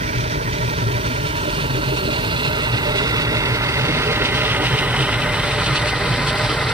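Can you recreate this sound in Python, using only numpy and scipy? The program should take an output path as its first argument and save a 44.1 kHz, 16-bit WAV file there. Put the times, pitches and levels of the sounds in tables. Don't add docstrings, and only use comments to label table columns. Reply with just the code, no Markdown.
import sys
import numpy as np
from scipy import signal
from scipy.fft import rfft, irfft, next_fast_len
from scipy.io import wavfile
from scipy.ndimage import uniform_filter1d, map_coordinates

SR = 44100
rng = np.random.default_rng(int(sys.argv[2]) if len(sys.argv) > 2 else 0)


def persist_wave(psi):
    counts = np.round(np.clip(psi, -1, 1) * 32767).astype(np.int16)
    wavfile.write(sys.argv[1], SR, np.atleast_2d(counts).T)


N = 296793
TIME = np.arange(N) / SR

# (frequency [Hz], relative level [dB])
RUMBLE_SPECTRUM = [(15, -32), (28, -19), (35, -8.5), (52, -2), (70, -5.5), (90, -5.5), (140, -40),
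                   (300, -90)]
# (frequency [Hz], relative level [dB])
COLUMN_SPECTRUM = [(70, -46), (90, -43), (105, -3), (119, -2.5), (140, -4.5), (165, -8.5), (195, -15),
                   (260, -57), (500, -93)]
# (time [s], half length [s], column pitch [Hz], level [dB])
SHAFT_THROBS = [(.19, .06, 121, -24), (.497, .028, 117, -23.5), (.659, 0.058, 118, -25),
                (.784, .022, 160, -25), (.877, 0.036, 116, -21.5), (.955, 0.031, 119, -21),
                (1.057, .03, 117, -24), (1.239, .022, 129, -23), (1.736, 0.043, 130, -23),
                (1.904, 0.056, 130, -22.5), (2.386, .045, 120.8, -25.5), (2.733, 0.04, 122, -22.5),
                (3.101, 0.039, 119.5, -25), (3.278, .03, 118, -22), (3.379, 0.024, 117, -22.5),
                (3.523, 0.033, 119, -20.5), (3.685, 0.043, 124, -25.5), (3.807, .025, 124, -25),
                (3.94, .05, 160, -28), (4.092, 0.022, 129, -21), (4.343, 0.034, 119, -21),
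                (4.514, 0.032, 118, -23.5), (4.66, 0.027, 119, -21), (4.741, 0.022, 137, -19),
                (4.885, .03, 126, -24.5), (5.012, .03, 133, -21), (5.124, .03, 115, -21),
                (5.253, .028, 155, -25), (5.59, .04, 113, -23), (5.726, 0.024, 132, -20.5),
                (5.837, .022, 129, -23), (6.124, 0.036, 123, -20.5), (6.238, .022, 146, -27),
                (6.379, 0.024, 112, -22), (6.453, .028, 124, -25), (6.681, 0.028, 118, -21)]
# (pitch [Hz], width [Hz], relative level side-on [dB], head-on [dB])
VENT_RESONANCES = [(244.4, 37, -2.5, -5.5), (303.4, 15, 0.7, -4), (386, 18, 1, -4), (429, 14.7, 1, -1),
                   (473.5, 32, -8, -4), (590.7, 40.4, -2.5, -3.5), (636, 16, -5, -34), (788, 33, -30, -5),
                   (875, 68, -28, -10.5), (890, 13, -2, -8), (964, 48, -4, -9.5), (1006, 38, -14, -7.5),
                   (1103, 75, -18, -12.5), (1125, 44, -12, -25), (1242.6, 14, -16, 0.5),
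                   (1377, 39, -0.5, -3.5), (1515, 31, -4, -5.5), (1590, 42, -7, -10), (1754, 44, -9, -9),
                   (1903, 27, -4.5, -4), (1968, 88, -34, -6), (2085, 58, -16, -4)]
# (time [s], surge of the flow [relative])
WATER_SPURTS = [(.183, 0), (.312, 1.9), (.55, 1.5), (1.063, 2), (1.276, 1), (1.503, 1.5), (1.853, 0),
                (1.98, 2.2), (2.137, 1), (2.305, 1.2), (2.457, 0.8), (2.774, 2), (2.983, 2.2), (3.086, 1.9),
                (3.214, 1.7), (3.48, 0.5), (4.123, 2), (4.26, 2), (4.36, 1.6), (4.46, 1), (4.67, 1.3),
                (4.792, 2), (5.017, 2.3), (5.526, 1.5), (5.664, 1.7), (5.766, 2.5), (5.877, 3), (6.122, 1),
                (6.288, 3.5), (6.382, 1.7), (6.452, 2), (6.537, 1.8), (6.697, 2.5)]
# (time [s], hiss level [dB], base level of the spray [dB])
JET_LEVELS = [(0, -29.5, -41.5), (1.55, -29.5, -37.5), (2.3, -26, -37), (3.4, -23, -39.5),
              (4.35, -23, -39.5), (5.4, -25, -37.5), (6.73, -28, -39)]
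# (frequency [Hz], relative level side-on [dB], half turned [dB], head-on [dB])
HISS_SPECTRA = [(1640, -41, -44, -7.5), (2020, 5.5, 9, -9), (2370, 5.5, -1, 4), (2800, -3, 6, 1),
                (2930, -1, -5, 2), (3620, -3, 0.5, 3), (4480, -2.5, -8, 2), (4930, -6.5, -8.5, -4.5),
                (5240, -3, -13.5, -3.5), (6850, -9.5, -16.5, -21.5), (6960, -68, -27, -59),
                (14100, -71, -84, -76)]
# (delay [ms], gain side-on [ratio], half turned [ratio], head-on [ratio])
WALL_ECHOES = [(2.1, -0.02, 0.091, -0.15), (4.0, -0.14, -0.31, -0.14), (5.6, -0.15, 0.037, -0.33),
               (6.5, 0.4, 0.39, 0.26), (7.35, 0.43, 0.38, 0.068), (8.0, -0.04, -0.019, 0.13)]
# (time [s], half length [s], centre [Hz], drift [Hz/s], half width [Hz], gain [dB])
DRIFTING_BANDS = [(0.8, 0.26, 1260, -100, 130, 0), (0.2, 0.72, 1430, 0, 90, -0.5),
                  (0.6, 0.5, 930, -2, 60, 2.5), (0.6, 0.99, 2200, 0, 70, -8), (0.6, 0.86, 2320, 0, 45, 5),
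                  (0.6, 0.78, 2490, 0, 90.5, -3), (1.15, 0.27, 4060, 0, 119, -4),
                  (1.4, 0.37, 2980, -150, 150, 5), (1.6, .6, 3260, -250, 150, -2.5),
                  (1.4, 0.55, 4780, 0, 250, -6), (1.8, 0.67, 2090, 22, 248, -5.5),
                  (2.102, 1, 4290, -250, 280, 6.5), (2.2, 1, 5860, 0, 450, -6.5),
                  (2.6, 0.97, 2780, -78, 250, 7.5), (3.6, 0.64, 2030, 0, 190, 2),
                  (3.15, 0.4, 3400, -1, 220, 2.5), (3.247, 0.5, 5360, 0, 200, 6),
                  (3.7, 0.55, 4550, 0, 180, 3), (4.706, 1, 2990, -25, 250, 6.5),
                  (4.9, 0.52, 4560, 0, 350, -6), (5.553, 0.48, 4900, 999, 250, -3.5),
                  (5.15, 0.5, 3000, 0, 400, 2), (5.7, 0.9, 2480, 0, 50, 5), (6.45, 0.46, 5000, 0, 700, 2)]
# (frequency [Hz], relative level side-on [dB], head-on [dB])
SPRAY_SPECTRA = [(3500, -6, -4), (6440, -1.5, -1.5), (7830, 5.5, 5.5), (10400, -4, -3), (11140, -6.5, -12),
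                 (16000, 2.5, -9)]
# (time [s], pitch [Hz], base level [dB])
HOOTS_AND_POCKETS = [(.29, 613, -38), (.59, 607, -33), (.98, 595, -35), (1.22, 597, -32), (1.37, 947, -30),
                     (1.49, 603, -32), (1.939, 610, -32), (2.072, 585, -33), (2.52, 612, -35), (2.65, 593, -30),
                     (2.9, 602, -28), (3.35, 612, -30.5), (3.97, 599, -36), (4.19, 609, -30), (4.44, 605, -30),
                     (4.6, 588, -34), (4.83, 604, -36), (5.29, 602, -34.5), (5.6, 590, -33.5), (5.84, 599, -30.5),
                     (6.27, 1015, -29.5), (6.42, 607, -28), (6.59, 598, -29.5)]
# (time [s], pitch of the hollow [Hz], level [dB])
MOUTH_GULPS = [(.913, 424, -28), (1.113, 241, -30.5), (1.482, 310, -28), (1.79, 308, -23.5),
               (1.937, 401, -32), (1.94, 305, -27), (2.074, 404, -27.5), (2.08, 310, -27),
               (2.963, 400, -29), (3.017, 416, -24), (3.146, 438, -25), (3.322, 312, -31),
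               (3.481, 402, -29), (3.813, 440, -31), (3.894, 306, -26), (3.966, 253, -28),
               (3.972, 401, -33), (4.002, 295, -32), (4.083, 418, -26), (4.199, 293, -32),
               (4.214, 406, -26.5), (4.75, 470, -32), (4.343, 253, -28.5), (4.616, 415, -30),
               (4.619, 298, -31), (4.867, 425, -28), (5.008, 308, -28.5), (5.008, 398, -33),
               (6.025, 410, -28), (6.193, 242, -29), (6.51, 310, -28)]
# (time [s], lead of the hiss at the right capsule [ms])
MIC_TURN = [(0, 0.29), (1.1, 0.27), (2.3, 0.23), (3.5, 0.16), (4.4, 0.11), (5.1, 0.068), (6.7, 0.021)]
# (frequency [Hz], level over the direct sound [dB])
ROCK_SCATTER = [(30, -8), (120, -27), (500, -23), (1500, -16), (3100, -13.5), (4500, -5), (7000, 1.5)]
# (frequency [Hz], left minus right side-on [dB], head-on [dB])
MIC_SHADOW = [(304, 1.5, -0.5), (700, -5, -1.5), (1270, -2.5, -5.5), (1950, -4, 0.5), (2600, -5.5, 13),
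              (3180, -3.5, -6), (3800, -4, -2), (5700, -6.5, -4), (6960, 3, 11)]


def amp(db):
    return 10 ** (np.asarray(db) / 20)


def unit(x):
    return x / np.sqrt(np.mean(x ** 2) + 1e-20)


def envelope(x, size):
    return np.sqrt(np.abs(uniform_filter1d(uniform_filter1d(x ** 2, size), size // 2)) + 1e-12)


def steady(x, size):
    return x / envelope(x, size)


def along(points, hz):
    knots_hz, *columns = np.transpose(points)
    return np.array([np.interp(np.log(hz + 1), np.log(knots_hz + 1), c) for c in columns])


def curves(rows):
    times, *columns = np.transpose(rows)
    return [np.interp(TIME, times, c) for c in columns]


def wobble(rate):
    coarse = TIME[::16]
    knots = rng.standard_normal(int(N * rate / SR) + 4)
    return np.interp(TIME, coarse, map_coordinates(knots, [coarse * rate]))


def swell(s, half_s):
    near = slice(*np.searchsorted(TIME, [s - 4 * half_s, s + 4 * half_s]))
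    return near, np.exp(-((TIME[near] - s) / half_s) ** 2)


def surge(swells, half_s):
    swing = np.zeros(N)
    for s, height in swells:
        near, shape = swell(s, half_s)
        swing[near] += height * shape
    return swing - swing.mean()


def filtered(x, response):
    size = next_fast_len(N + SR // 4)
    return irfft(rfft(x, size) * response(np.fft.rfftfreq(size, 1 / SR)), size)[..., :N]


def blend(views, facing):
    place = facing * (len(views) - 1)
    return sum(view * np.clip(1 - abs(place - k), 0, 1) for k, view in enumerate(views))


def coloured(x, responses, facing):
    return blend([unit(view) for view in filtered(x, responses)], facing)


def drifting(x):
    hz, t, spectra = signal.stft(x, SR, nperseg=1024)
    gain_db = np.zeros(spectra.shape)
    for s, half_s, centre, drift, width, db in DRIFTING_BANDS:
        near = abs(hz - centre) < 3 * (width + abs(drift) * half_s)
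        offset_hz = hz[near, None] - centre - drift * (t - s)
        gain_db[near] += db * np.exp(-((t - s) / half_s) ** 2 - (offset_hz / width) ** 2)
    return signal.istft(spectra * amp(gain_db), SR, nperseg=1024)[1][:N]


def spatter(rate, share):
    bursts = (rng.random(N) < rate / SR) * rng.standard_normal(N)
    return np.sqrt(share) * unit(bursts) + np.sqrt(1 - share) * rng.standard_normal(N)


def rings(events, rough_rad, rise_per_s=0):
    unrest = rough_rad * (wobble(40) + 0.26 * wobble(130))
    out = np.zeros(N)
    for (s, half_s, hz, db), start in zip(events, rng.random(len(events))):
        near, shape = swell(s, half_s)
        t = TIME[near] - s
        cycles = start + hz * t * (1 + rise_per_s * t / 2)
        out[near] += amp(db) * shape * np.sqrt(2) * np.sin(2 * np.pi * cycles + unrest[near])
    return out


def shaft(exposed):
    simmer_db = -29 + 2.2 * exposed + 1.76 * wobble(17)
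    column = filtered(rng.standard_normal(N), lambda hz: amp(along(COLUMN_SPECTRUM, hz)[0]))
    rumble = filtered(rng.standard_normal(N), lambda hz: amp(along(RUMBLE_SPECTRUM, hz)[0]))
    throbs = rings(SHAFT_THROBS, rough_rad=0.51)
    return throbs + amp(simmer_db) * steady(column, size=2800) + amp(-31.5) * steady(rumble, size=6000)


def mouth(exposed, flow):
    centre, width, *levels = np.transpose(VENT_RESONANCES)

    def hollows(hz):
        grid = np.geomspace(20, SR / 2, num=1500)[:, None]
        peaks = 1 / (1 + ((grid ** 2 - centre ** 2) / (grid * width)) ** 2)
        power = peaks @ amp(levels).T ** 2 / (1 + (grid / 2700) ** 8) / (1 + (170 / grid) ** 8)
        return along(np.c_[grid, np.sqrt(power)], hz)

    drive = spatter(rate=900, share=0.34) * amp(1.47 * wobble(45))
    roar = steady(drifting(coloured(drive, hollows, exposed)), size=5000)
    slosh = 0.00021 * SR * wobble(16)
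    roar = map_coordinates(roar, [np.arange(N) + slosh], mode="mirror")
    low = filtered(roar, lambda hz: 1 / (1 + (hz / 720) ** 6))
    churn = steady(low, size=2200) * envelope(low, size=30000)
    gulp_lift_db = surge([(s, 1.65) for s, _, _ in MOUTH_GULPS], half_s=0.022)
    churn_db = -1.45 + gulp_lift_db + 1.2 * wobble(26)
    return churn * amp(churn_db) + (roar - low) * amp(0.06 * flow)


def steam(facing, flow):
    hiss_db, _ = curves(JET_LEVELS)
    delay_ms, *gains = np.transpose(WALL_ECHOES)

    def colour(hz):
        echoes = np.array(gains) @ np.exp(-2j * np.pi * np.outer(delay_ms, hz) / 1000)
        return amp(along(HISS_SPECTRA, hz)) * (1 + echoes)

    hiss = coloured(spatter(rate=1500, share=0.29), colour, facing)
    hiss = steady(drifting(hiss), size=12000)
    spurting_db = 2.0 * flow + 1.68 * wobble(140)
    return amp(hiss_db) * unit(hiss * amp(spurting_db))


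def spray(facing, flow, lead_ms=0.214):
    _, spray_db = curves(JET_LEVELS)
    fizz = coloured(spatter(rate=4000, share=0.35), lambda hz: amp(along(SPRAY_SPECTRA, hz)), facing)
    drops = filtered(fizz, lambda hz: 1 / (1 + (hz / 10000) ** 8))
    spurting = drops * amp((2.0 + 0.21 * facing) * flow)
    mist = (fizz - drops) * amp(0.73 * wobble(9.9))
    delay_s = np.array([[0.5], [-0.5]]) * lead_ms / 1000
    return filtered(amp(spray_db) * (spurting + mist), lambda hz: np.exp(-2j * np.pi * hz * delay_s))


def hoots(half_s=0.057):
    tones = rings([(s, half_s, hz, db) for s, hz, db in HOOTS_AND_POCKETS], rough_rad=0.76)
    return tones * amp(2.4 * wobble(70))


def gulps(half_s=0.022):
    return rings([(s, half_s, hz, db) for s, hz, db in MOUTH_GULPS], rough_rad=0.28, rise_per_s=0.64)


def bubbles(low_hz=218, high_hz=523, ring_cycles=5.3, rise=0.041, scatter_s=0.12, crowd=10):
    out, t = np.zeros(N + SR), TIME[:SR // 8]
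    for s, _, db in MOUTH_GULPS:
        draws = rng.normal(size=crowd), rng.random(crowd), rng.normal(size=crowd)
        for offset, pitch, strength in zip(*draws):
            hz = low_hz * (high_hz / low_hz) ** pitch
            age = hz * t / ring_cycles
            tone = np.sin(2 * np.pi * hz * t * (1 + rise * age / 2))
            shape = np.exp(-age) * (1 - np.exp(-ring_cycles * age))
            start = int(np.clip((s + scatter_s * offset) * SR, 0, N))
            out[start:start + len(t)] += amp(db + 3.3 * strength) * tone * shape
    return unit(out[:N])


def stereo_mic(direct, scattered, lead_ms, facing, bass_lead_ms=0.24):
    def body(hz):
        half = np.array([[0.5], [-0.5]])
        gains = amp(along(MIC_SHADOW, hz)[:, None] * half)
        detour_ms = bass_lead_ms / (1 + (hz / 700) ** 4)
        delay = np.exp(-2j * np.pi * hz * half * detour_ms / 1000)
        return delay * gains / np.sqrt(np.mean(gains ** 2, axis=1, keepdims=True))

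    share = lambda hz: amp(along(ROCK_SCATTER, hz)[0])
    mid = filtered(direct, lambda hz: 1 / np.hypot(1, share(hz)))
    side = filtered(scattered, lambda hz: share(hz) / np.hypot(1, share(hz)))
    shift = lead_ms / 1000 * SR / 2
    left = map_coordinates(mid + side, [np.arange(N) - shift], mode="mirror")
    right = map_coordinates(mid - side, [np.arange(N) + shift], mode="mirror")
    return blend(filtered(np.array([left, right]), body), facing)


def scene():
    hiss_lead_ms, = curves(MIC_TURN)
    roar_lead_ms = 1.61 * (hiss_lead_ms - 0.065)
    facing = np.clip((0.3 - hiss_lead_ms) / 0.26, 0, 1)
    exposed = np.clip((0.325 - roar_lead_ms) / 0.3, 0, 1)
    bank_loss_db = 2.5 * np.abs(hiss_lead_ms / hiss_lead_ms.max()) ** 2.17
    flow = surge(WATER_SPURTS, half_s=0.02) + 0.53 * wobble(30)

    def boiling():
        tones = shaft(exposed) + hoots() + gulps()
        behind_bank = amp(-22) * mouth(exposed, flow) + amp(-41) * bubbles()
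        return tones + amp(-bank_loss_db) * behind_bank

    roar = stereo_mic(boiling(), boiling(), roar_lead_ms, facing)
    hiss = stereo_mic(steam(facing, flow), steam(facing, flow), hiss_lead_ms, facing ** 3)
    return roar + hiss + spray(facing ** 2, flow)


def record(dry):
    return filtered(dry, lambda hz: hz < 15500)


dry = scene()
out = record(dry)
persist_wave(out)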